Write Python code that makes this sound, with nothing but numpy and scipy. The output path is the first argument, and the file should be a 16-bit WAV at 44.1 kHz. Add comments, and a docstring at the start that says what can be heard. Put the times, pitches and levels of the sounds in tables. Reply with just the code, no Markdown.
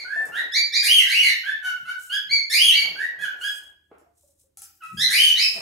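"""A small, hard-walled room where a cockatiel chatters over its eggs, heard close up in stereo.
Each chirp is a gliding syrinx tone with overtones, and its own share of half-pitch buzz, rasp and hiss.
Decaying noise bursts with ringing tones make the beak and claw taps and the dull knocks on the stone slab.
Filtered noise makes the soft low thumps and, flickering, the foot scuffs and feather rustle,
over a faint hum and air."""
import sys
import numpy as np
from scipy import signal
from scipy.fft import rfft, irfft
from scipy.io import wavfile
from scipy.ndimage import uniform_filter1d

SR = 44100
rng = np.random.default_rng(int(sys.argv[2]) if len(sys.argv) > 2 else 0)


def bounce(signal):
    """Save signal as a 16-bit WAV file at the path given by the first command-line argument."""
    frames = np.transpose(np.atleast_2d(signal))
    limited = np.clip(frames, -1, 1)
    pcm = np.round(limited * 32767).astype(np.int16)
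    wavfile.write(sys.argv[1], SR, pcm)


N = 247394
T = np.arange(N) / SR  # t/s
TOP_HZ = 15700  # the top is cut above this
AIR_DB = -75  # rms
HUM_HZ, HUM_DB = 76, -73

# Chirps, one row per note; some climbs leap into a whistle near 3 kHz. Levels come before the cockatiel() trims:
# [start t/s, full voice t/s, turn of the glide t/s, end t/s, start f/Hz, turn f/Hz, end f/Hz, level/dB,
#  against that level: soft lead-in level/dB, change by the end level/dB, second harmonic level/dB,
#  third level/dB, all higher ones level/dB, half-pitch lines level/dB;
#  undertone against the half-pitch lines level/dB, pitch flutter as a share of pitch, rasp level/dB]
CHIRPS = [ (-.02, -.012, 0, .015, 2280, 2260, 2000, -30, -9, -8, -2, -14, -28, -23, -26, .022, -22),
          (.048, .104, .155, .208, 1477, 1768, 1750, -21.5, -7, 0, -34, -43, -39, -31, -11, .01, -43),
          (.32, .35, .39, .4, 1361, 1913, 1913, -19, -9, -1, -13, -38, -30, -25, -28, .021, -32),
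          (.52, .537, .576, .607, 1701, 2316, 2312, -20.5, -7, -7, 1, -5, -20, -44, -24, .005, -54),
          (.724, .735, .768, .797, 1748, 2377, 2452, -21.5, -6, -6, 3, -3, -19, -42, -17, .006, -42),
          (.826, .836, .877, .881, 1640, 2442, 2442, -20.5, -6, 0, -3, -8, -3, -24, -24, .02, -26),
          (.881, .89, .937, .994, 2844, 3216, 2855, -12.6, -8, 2, -17, -14, -23, -43, -8, .014, -33),
          (.99, .994, 1.01, 1.041, 2250, 2099, 1835, -19.5, -7, -4, -18, -15, -15, -22, -16, .031, -21),
          (1.065, 1.098, 1.128, 1.135, 1562, 2242, 2242, -19.3, -6, -0.5, -7, -13, -13, -16, -26, .026, -23),
          (1.135, 1.152, 1.175, 1.222, 2483, 2885, 2992, -16, -2, -4, -19, -16, -26, -24, -23, .015, -24),
          (1.215, 1.229, 1.236, 1.31, 2415, 2202, 1750, -15.2, -7, -7, -9, -15, -17, -23, -26, .027, -25),
          (1.436, 1.455, 1.497, 1.525, 1500, 1749, 1820, -19.4, -7, -10, -15, -39, -35, -24, -10, .013, -41),
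          (1.628, 1.644, 1.671, 1.702, 1493, 1492, 1380, -19.5, -10, -9, -14, -30, -23, -18, -10, .01, -32),
          (1.853, 1.883, 1.896, 1.918, 1350, 1485, 1519, -21, -10, -9, -18, -30, -29, -17, -17, .013, -29),
          (2.098, 2.122, 2.148, 2.16, 1436, 1677, 1620, -21.5, -8, -2, 0, -17, -21, -27, -18, .011, -25),
          (2.294, 2.31, 2.319, 2.38, 2072, 2280, 2110, -20.5, -11, -6, 1, -12, -24, -48, -19, .005, -55),
          (2.5, 2.528, 2.56, 2.581, 1768, 2408, 2607, -17.7, -5, -4, -2, -6, -8, -24, -26, .02, -27),
          (2.581, 2.592, 2.648, 2.712, 2800, 3300, 2819, -12.8, -9, 2, -16, -13, -22, -42, -16, .016, -32),
          (2.716, 2.745, 2.763, 2.825, 1862, 2283, 2214, -23, -3, -2, -1, -12, -17, -29, -14, .01, -19),
          (2.958, 2.988, 3.042, 3.05, 1520, 1917, 1917, -19.5, -8, 0.5, -28, -36, -32, -25, -12, .014, -40),
          (3.189, 3.211, 3.215, 3.26, 1615, 1719, 1400, -20, -8, -2, -14, -37, -27, -21, -25, .015, -28),
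          (3.411, 3.438, 3.456, 3.483, 1427, 1666, 1635, -21.5, -7, -2, -3, -21, -20, -24, -17, .008, -27),
          (4.808, 4.821, 4.826, 4.885, 1470, 1306, 1249, -27.5, -12, -12, -15, -38, -32, -25, -14, .015, -36),
          (4.973, 4.992, 5.039, 5.05, 1616, 2032, 2032, -22.2, -9, -1, 4, -4, -10, -36, -28, .011, -25),
          (5.08, 5.103, 5.173, 5.18, 1580, 2480, 2480, -17.5, -10, -2, -6, -13, -9, -19, -39, .04, -22),
          (5.17, 5.184, 5.215, 5.316, 2850, 3110, 2900, -13.3, -4, -5, -17, -15, -25, -17, -44, .01, -19),
          (5.357, 5.375, 5.428, 5.47, 1833, 2627, 2450, -23.5, -5, -6, 3, -5, -14, -18, -23, .025, -19)]
# Windpipe resonances, which favour the harmonics gliding through them: [f/Hz, level/dB]
WINDPIPE = [(1300, -3), (1500, 0), (1750, -2.5), (2300, 3.5), (3050, 4.3), (3450, -1), (3900, 5.7),
            (5300, 4.4), (6600, -4), (7500, -10), (9500, 1)]
# Throat and open beak, shaping high overtones and rasp: [f/Hz, relative level/dB]
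THROAT = [(1250, -27), (1700, 5.5), (2400, -0.5), (3000, -0.5), (4500, 4.5), (6500, -1.5), (8000, -4.5),
          (9600, 0), (11000, -2), (12500, -5), (15500, -13)]
# Beak hiss that goes with the highest overtones: [f/Hz, relative level/dB]
HISS = [(5400, -7.5), (6800, 3), (8200, -5.5), (10500, 2.5), (12500, 1), (14000, -5.5), (15500, -13)]
# Mouth cavity over the whole voice, with a hollow near 8 kHz: [f/Hz, level/dB]
MOUTH = [(500, -2), (1100, -6), (1450, 0.5), (6800, -0.5), (7500, -3), (8300, -5.5), (9200, -1),
         (12800, -1.5), (14200, -4), (16000, -3)]
# Beak and claw taps: [t/s, tick peak level/dB]
TAPS = [(.254, -31), (3.983, -48), (4.572, -27), (4.619, -25), (4.752, -46), (4.836, -39), (4.931, -40)]
# Colour of the bright tick: [f/Hz, relative level/dB]
TAP_COLOUR = [(700, -24), (1500, -19.5), (3000, -13.5), (3800, -17), (4800, -6), (7000, -3.5),
              (10400, -0.5), (15500, -14.5)]
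# Ring of the slab under a tap: [f/Hz, level against the tick's peak/dB, decay t/s]
TAP_MODES = [(796, -28, 0.0224), (1350, -25.5, 0.02), (2973, -32, 0.0078)]
# Dull knocks of eggs and feet on the slab: [t/s, thud peak level/dB, hollow ring level before its envelope/dB,
#  ring f/Hz]
KNOCKS = [(.16, -37, -33, 692), (.205, -35.5, -33.5, 742), (.267, -35, -43, 703),
          (3.915, -35, -45.5, 449.4), (3.944, -59, -52, 388), (4.014, -44, -54, 339.5),
          (4.062, -64, -49, 693), (4.234, -61, -52, 575), (4.29, -67, -58.5, 560.5),
          (4.438, -66, -59.5, 532), (5.562, -40, -32.5, 676.6)]
# Colour of the thud: [f/Hz, relative level/dB]
KNOCK_COLOUR = [(150, -18), (330, -8), (450, 0), (800, -2), (1300, -9), (3000, -30)]
# Soft low thumps, perhaps from handling: [start t/s, held t/s, level/dB]
THUMPS = [(.29, 0.043, -60), (1.48, .04, -67), (1.81, .04, -64), (2.28, 0.11, -62), (2.85, .1, -59),
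          (3.2, 0.056, -63.5), (3.46, .04, -71.5), (4.94, .055, -44), (5.02, .07, -55.5),
          (5.55, 0.051, -55)]
# Colour of the thumps: [f/Hz, relative level/dB]
THUMP_COLOUR = [(18, -45), (30, -27), (134, 0), (216, 0), (262, -20), (308, -17), (400, -15.5),
                (520, -49.5), (880, -120)]
# Feet scuffing on the slab: [start t/s, held t/s, level/dB]
SCUFFS = [(0, 0.086, -56), (.2, 0.26, -48.5), (1.04, 0.025, -61), (1.48, 0.52, -67.5), (2.1, 0.37, -72),
          (2.84, .07, -46.5), (2.95, 0.33, -56.5), (3.33, .08, -57.5), (3.5, 0.19, -64.5),
          (3.92, 0.061, -60), (5.2, .03, -57.5), (5.5, .05, -53.5), (5.57, 0.027, -47)]
# Colour of the scuffs: [f/Hz, relative level/dB]
SCUFF_COLOUR = [(200, -18.5), (350, -6.5), (700, -2), (1100, -9.5), (2500, -17)]
# Feathers brushing: [start t/s, held t/s, level/dB]
FEATHERS = [(0, .2, -66), (.225, 0.012, -59), (1.76, .1, -68), (2.0, 0.086, -50), (3.42, .16, -49.5),
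            (3.62, 0.074, -68), (4.18, .13, -65.5), (4.4, 0.028, -63.5), (4.88, 0.22, -62),
            (5.45, 0.14, -47)]
# Colour of the feathers: [f/Hz, relative level/dB]
FEATHER_COLOUR = [(1180, -72.5), (2000, -33), (4180, -16), (4550, -29.5), (4920, -15.5), (8440, -5.5),
                  (10100, -10), (15500, -17.5)]
# Colour of the air noise: [f/Hz, relative level/dB]
AIR = [(15, -37), (25, -8), (71, 7.5), (257, -8), (318, 1.5), (604, -15.5), (709, -16.5), (1540, -23.5),
       (4750, -24), (7280, -22), (15000, -26.5)]
# Reverb time by band, held within 0.2 to 0.7 s when used: [f/Hz, time to fall 60 dB t/s]
ROOM_T60 = [(300, 0.45), (1500, .5), (3000, .5), (5000, 0.42), (10000, -2.3), (15000, 0.6)]
# Direct sound against the room's: [f/Hz, level/dB]
DIRECT = [(300, 5), (700, -2.5), (1500, -9), (3000, -7.5), (6000, -8.5), (9500, -1), (12000, -5),
          (15000, -3.5)]
# Likeness of diffuse sound at the two microphone ports, held within +-0.98: [f/Hz, correlation]
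LIKENESS = [(150, 1.66), (500, -0.35), (1500, 0.04), (4500, -0.14), (6500, 0.53), (9500, 0.9),
            (14000, 0.65)]
# Stereo lean of the ports, left minus right: [f/Hz, level/dB]
PORTS = [(60, -3), (110, 2), (200, 4.5), (380, -0.5), (700, -2), (1290, -1), (2380, -1.5), (4400, -2.5),
         (8120, 1), (15000, 5)]


def cockatiel(edge_s=.009, flutter_hz=300, shimmer=.1, rattle=.95, voice_db=1, half_fall_db=-3,
              jitter=.0065, clear_db=1, hiss_db=-6):
    """A fluttering syrinx tone; unequal alternate cycles add half-pitch lines, turbulence adds rasp and hiss."""
    pitch, level_db, second_db, third_db, upper_db = syrinx()
    gate, half, under, flutter, rasp = np.zeros((5, N))
    for start, _, _, end, *_, half_db, under_db, spread, rasp_db in CHIRPS:
        edges = np.clip(np.minimum(T - start, end - T) / edge_s + .5, 0, 1)
        note = np.sin(np.pi / 2 * edges) ** 2
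        gate = np.minimum(gate + note, 1)
        half = half + note * undb(half_db)
        under = under + note * undb(under_db)
        flutter = flutter + note * spread
        rasp = rasp + note * undb(rasp_db)

    phase = 2 * np.pi * np.cumsum(pitch * (1 + flutter * wobble(flutter_hz))) / SR
    tone = 0
    for k, db in enumerate((0, second_db, third_db), 1):
        tone = tone + undb(db + at(WINDPIPE, k * pitch)) * np.sin(k * phase)

    # the membranes never close twice alike, which smears the high overtones
    ragged = phase + 2 * np.pi * np.cumsum(pitch * jitter * wobble(700)) / SR
    orders = np.arange(4, 12)[:, None]
    overtone_hz = orders * pitch
    weights = undb(at(THROAT, overtone_hz)) / orders * (overtone_hz < TOP_HZ)
    upper = (weights * np.sin(orders * ragged)).sum(axis=0) / np.linalg.norm(weights, axis=0)

    # half-pitch lines lie between the harmonics and fade upwards
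    buzz = under * np.sin(phase / 2)
    for k in range(1, 5):
        buzz = buzz + undb(half_fall_db * (k - 1)) / k * np.sin((k + .5) * phase)

    # turbulence puffs once per cycle
    puffs = rng.standard_normal(N) * (1 + np.cos(phase))
    hiss = unit(colour(puffs, HISS)) / np.sqrt(2)
    top = undb(clear_db) * upper + undb(hiss_db) * hiss
    voice = tone + half * buzz + undb(upper_db) * top + rasp * unit(colour(puffs, THROAT))

    # in raspy chirps the swing itself beats unevenly, throwing sidebands round each line
    unevenness = unit(colour(rng.standard_normal(N), [(250, 0.0011), (600, 0.00065)]))
    swing = 1 + shimmer * wobble(110) + rattle * rasp * unevenness
    return colour(gate * undb(level_db + voice_db) * voice * swing, MOUTH)


def syrinx(open_s=.0015):
    """Each note opens from a soft lead-in, glides in an S, then bends to its end; gives pitch and level controls."""
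    controls, busy_until = np.zeros((5, N)), -1
    for (start, full, crest, end, start_hz, crest_hz, end_hz, db, lead_db, end_db,
         second_db, third_db, upper_db, *_) in CHIRPS:
        rise = np.sin(np.pi / 2 * np.clip((T - start) / max(crest - start, 1e-3), 0, 1)) ** 2
        sag = np.clip((T - crest) / max(end - crest, 1e-3), 0, 1) ** 2
        closed = (1 - np.tanh((T - full) / (2 * open_s))) / 2
        pitch = start_hz + (crest_hz - start_hz) * rise + (end_hz - crest_hz) * sag
        level_db = db + lead_db * closed + end_db * sag
        # a note takes over just before it sounds, but never inside the note before
        first = np.searchsorted(T, max(start - .01, busy_until))
        controls[:2, first:] = pitch[first:], level_db[first:]
        controls[2:, first:] = [[second_db], [third_db], [upper_db]]
        busy_until = end
    return uniform_filter1d(controls, size=SR // 250, axis=1)  # 4 ms glide between settings


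def taps(tick_s=0.0041):
    """Hard, bright ticks of beak and claws that set the slab ringing."""
    out = 0
    for s, db in TAPS:
        tick = colour(strike(s, decay_s=tick_s), TAP_COLOUR)
        age = np.maximum(T - s, 0)
        ring = 0
        for hz, mode_db, decay in TAP_MODES:
            ring = ring + undb(mode_db) * np.sin(2 * np.pi * hz * age) * np.exp(-age / decay)
        out = out + undb(db) * (tick / np.abs(tick).max() + ring)
    return out


def knocks(thud_s=0.0055, ring_s=0.019, swell_s=0.0044):
    """Dull knocks on the slab, each with a brief hollow ring that swells and dies."""
    out = 0
    for s, thud_db, ring_db, hz in KNOCKS:
        thud = colour(strike(s, decay_s=thud_s), KNOCK_COLOUR)
        age = np.maximum(T - s, 0)
        envelope = np.exp(-age / ring_s) * (1 - np.exp(-age / swell_s))
        ring = np.sin(2 * np.pi * hz * age) * envelope
        out = out + undb(thud_db) * thud / np.abs(thud).max() + undb(ring_db) * ring
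    return out


def strike(s, decay_s):
    """A short burst of contact noise starting at s."""
    age = np.maximum(T - s, 0)
    return (T >= s) * np.exp(-age / decay_s) * rng.standard_normal(N)


def movement():
    """Soft low thumps, scuffing feet and rustling feathers, all shaped from noise."""
    thumps = rub(THUMP_COLOUR, strokes(THUMPS, attack_s=.018, release_s=.04), grain_db=0)
    scuffs = rub(SCUFF_COLOUR, strokes(SCUFFS, attack_s=0.0092, release_s=.06), grain_db=2.5)
    feathers = rub(FEATHER_COLOUR, strokes(FEATHERS, attack_s=0.017, release_s=0.032), grain_db=2)
    return thumps + scuffs + feathers


def rub(points, gain, grain_db):
    """Coloured noise; above 0 dB of grain it catches and slips, so that its level flickers."""
    return unit(colour(diffuse(N) * undb(grain_db * wobble(60)), points)) * gain


def strokes(table, attack_s, release_s):
    """Gain of a series of strokes: each swells up to its start, holds and dies away."""
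    gain = 0
    for s, length, db in table:
        swell = np.minimum(T - s, 0) / attack_s
        fall = np.maximum(T - s - length, 0) / release_s
        gain = gain + undb(db) * np.exp(swell - fall)
    return gain


def hum():
    """A faint low tone whose level wavers slowly."""
    return undb(HUM_DB) * (1 + 0.42 * wobble(6)) * np.sin(2 * np.pi * HUM_HZ * T)


def air():
    """Steady coloured noise from all sides."""
    return undb(AIR_DB) * unit(colour(diffuse(N), AIR))


def room(x, first_wall_s=.004, build_s=0.0027):
    """Direct sound plus dense wall echoes, each band dying at its own rate."""
    t = T[:SR * 3 // 4]
    spectrum, f = rfft(diffuse(len(t))), bins(t)
    centres = [hz for hz, _ in ROOM_T60]
    onset = 1 - np.exp(-np.maximum(t - first_wall_s, 0) / build_s)
    echoes = 0
    for (_, t60), share in zip(ROOM_T60, np.eye(len(centres))):
        fade = onset * np.exp(-np.log(1000) * t / np.clip(t60, .2, .7))
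        band = irfft(spectrum * at(list(zip(centres, share)), f), len(t))
        echoes = echoes + band * fade / np.linalg.norm(fade)
    wet = signal.fftconvolve(x[None], echoes, axes=1)[:, :N]
    direct = undb(at(DIRECT, bins(x)))
    # hypot keeps the summed power of direct and room steady
    return irfft((rfft(wet) + direct * rfft(x)) / np.hypot(1, direct), N)


def diffuse(size):
    """Noise as the two ports hear it when it comes from all sides."""
    noise = rng.standard_normal((2, size))
    mid, side = rfft(noise)
    likeness = np.clip(at(LIKENESS, bins(noise)), -.98, .98)
    mid = mid * np.sqrt((1 + likeness) / 2)
    side = side * np.sqrt((1 - likeness) / 2)
    return irfft(np.array([mid + side, mid - side]), size)


def wobble(hz):
    """Random motion of rms 1, mostly slower than hz."""
    lowpass = signal.butter(2, hz, fs=SR, output="sos")
    return unit(signal.sosfilt(lowpass, rng.standard_normal(N)))


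def colour(x, points):
    """Filter by (f/Hz, level/dB) points, falling steeply beyond both ends."""
    f = bins(x) + 1
    skirts = np.minimum(1, np.minimum(f / points[0][0], points[-1][0] / f)) ** 4
    return irfft(rfft(x) * undb(at(points, f)) * skirts, x.shape[-1])


def at(points, hz):
    """Read (f/Hz, value) points on a log-frequency axis."""
    f, value = np.transpose(points)
    return np.interp(np.log(np.maximum(hz, 1)), np.log(f), value)


def bins(x):
    """Frequencies of the spectrum of x, in Hz."""
    return np.fft.rfftfreq(x.shape[-1], 1 / SR)


def unit(x):
    """Scale to rms 1."""
    return x / np.sqrt(np.mean(x ** 2))


def undb(db):
    """Decibels to gain."""
    return 10 ** (np.asarray(db) / 20)


def scene():
    """Bird, taps and knocks in the room, over soft movement, a faint hum and air."""
    return room(cockatiel() + taps() + knocks()) + movement() + hum() + air()


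def record(dry):
    """Each microphone port has its own colour; the top is cut steeply."""
    lean_db = at(PORTS, bins(dry)) * np.array([[.5], [-.5]])
    heard = irfft(rfft(dry) * undb(lean_db), N)
    top_cut = signal.ellip(10, .2, 80, TOP_HZ, fs=SR, output="sos")
    return signal.sosfilt(top_cut, heard)


dry = scene()
out = record(dry)
bounce(out)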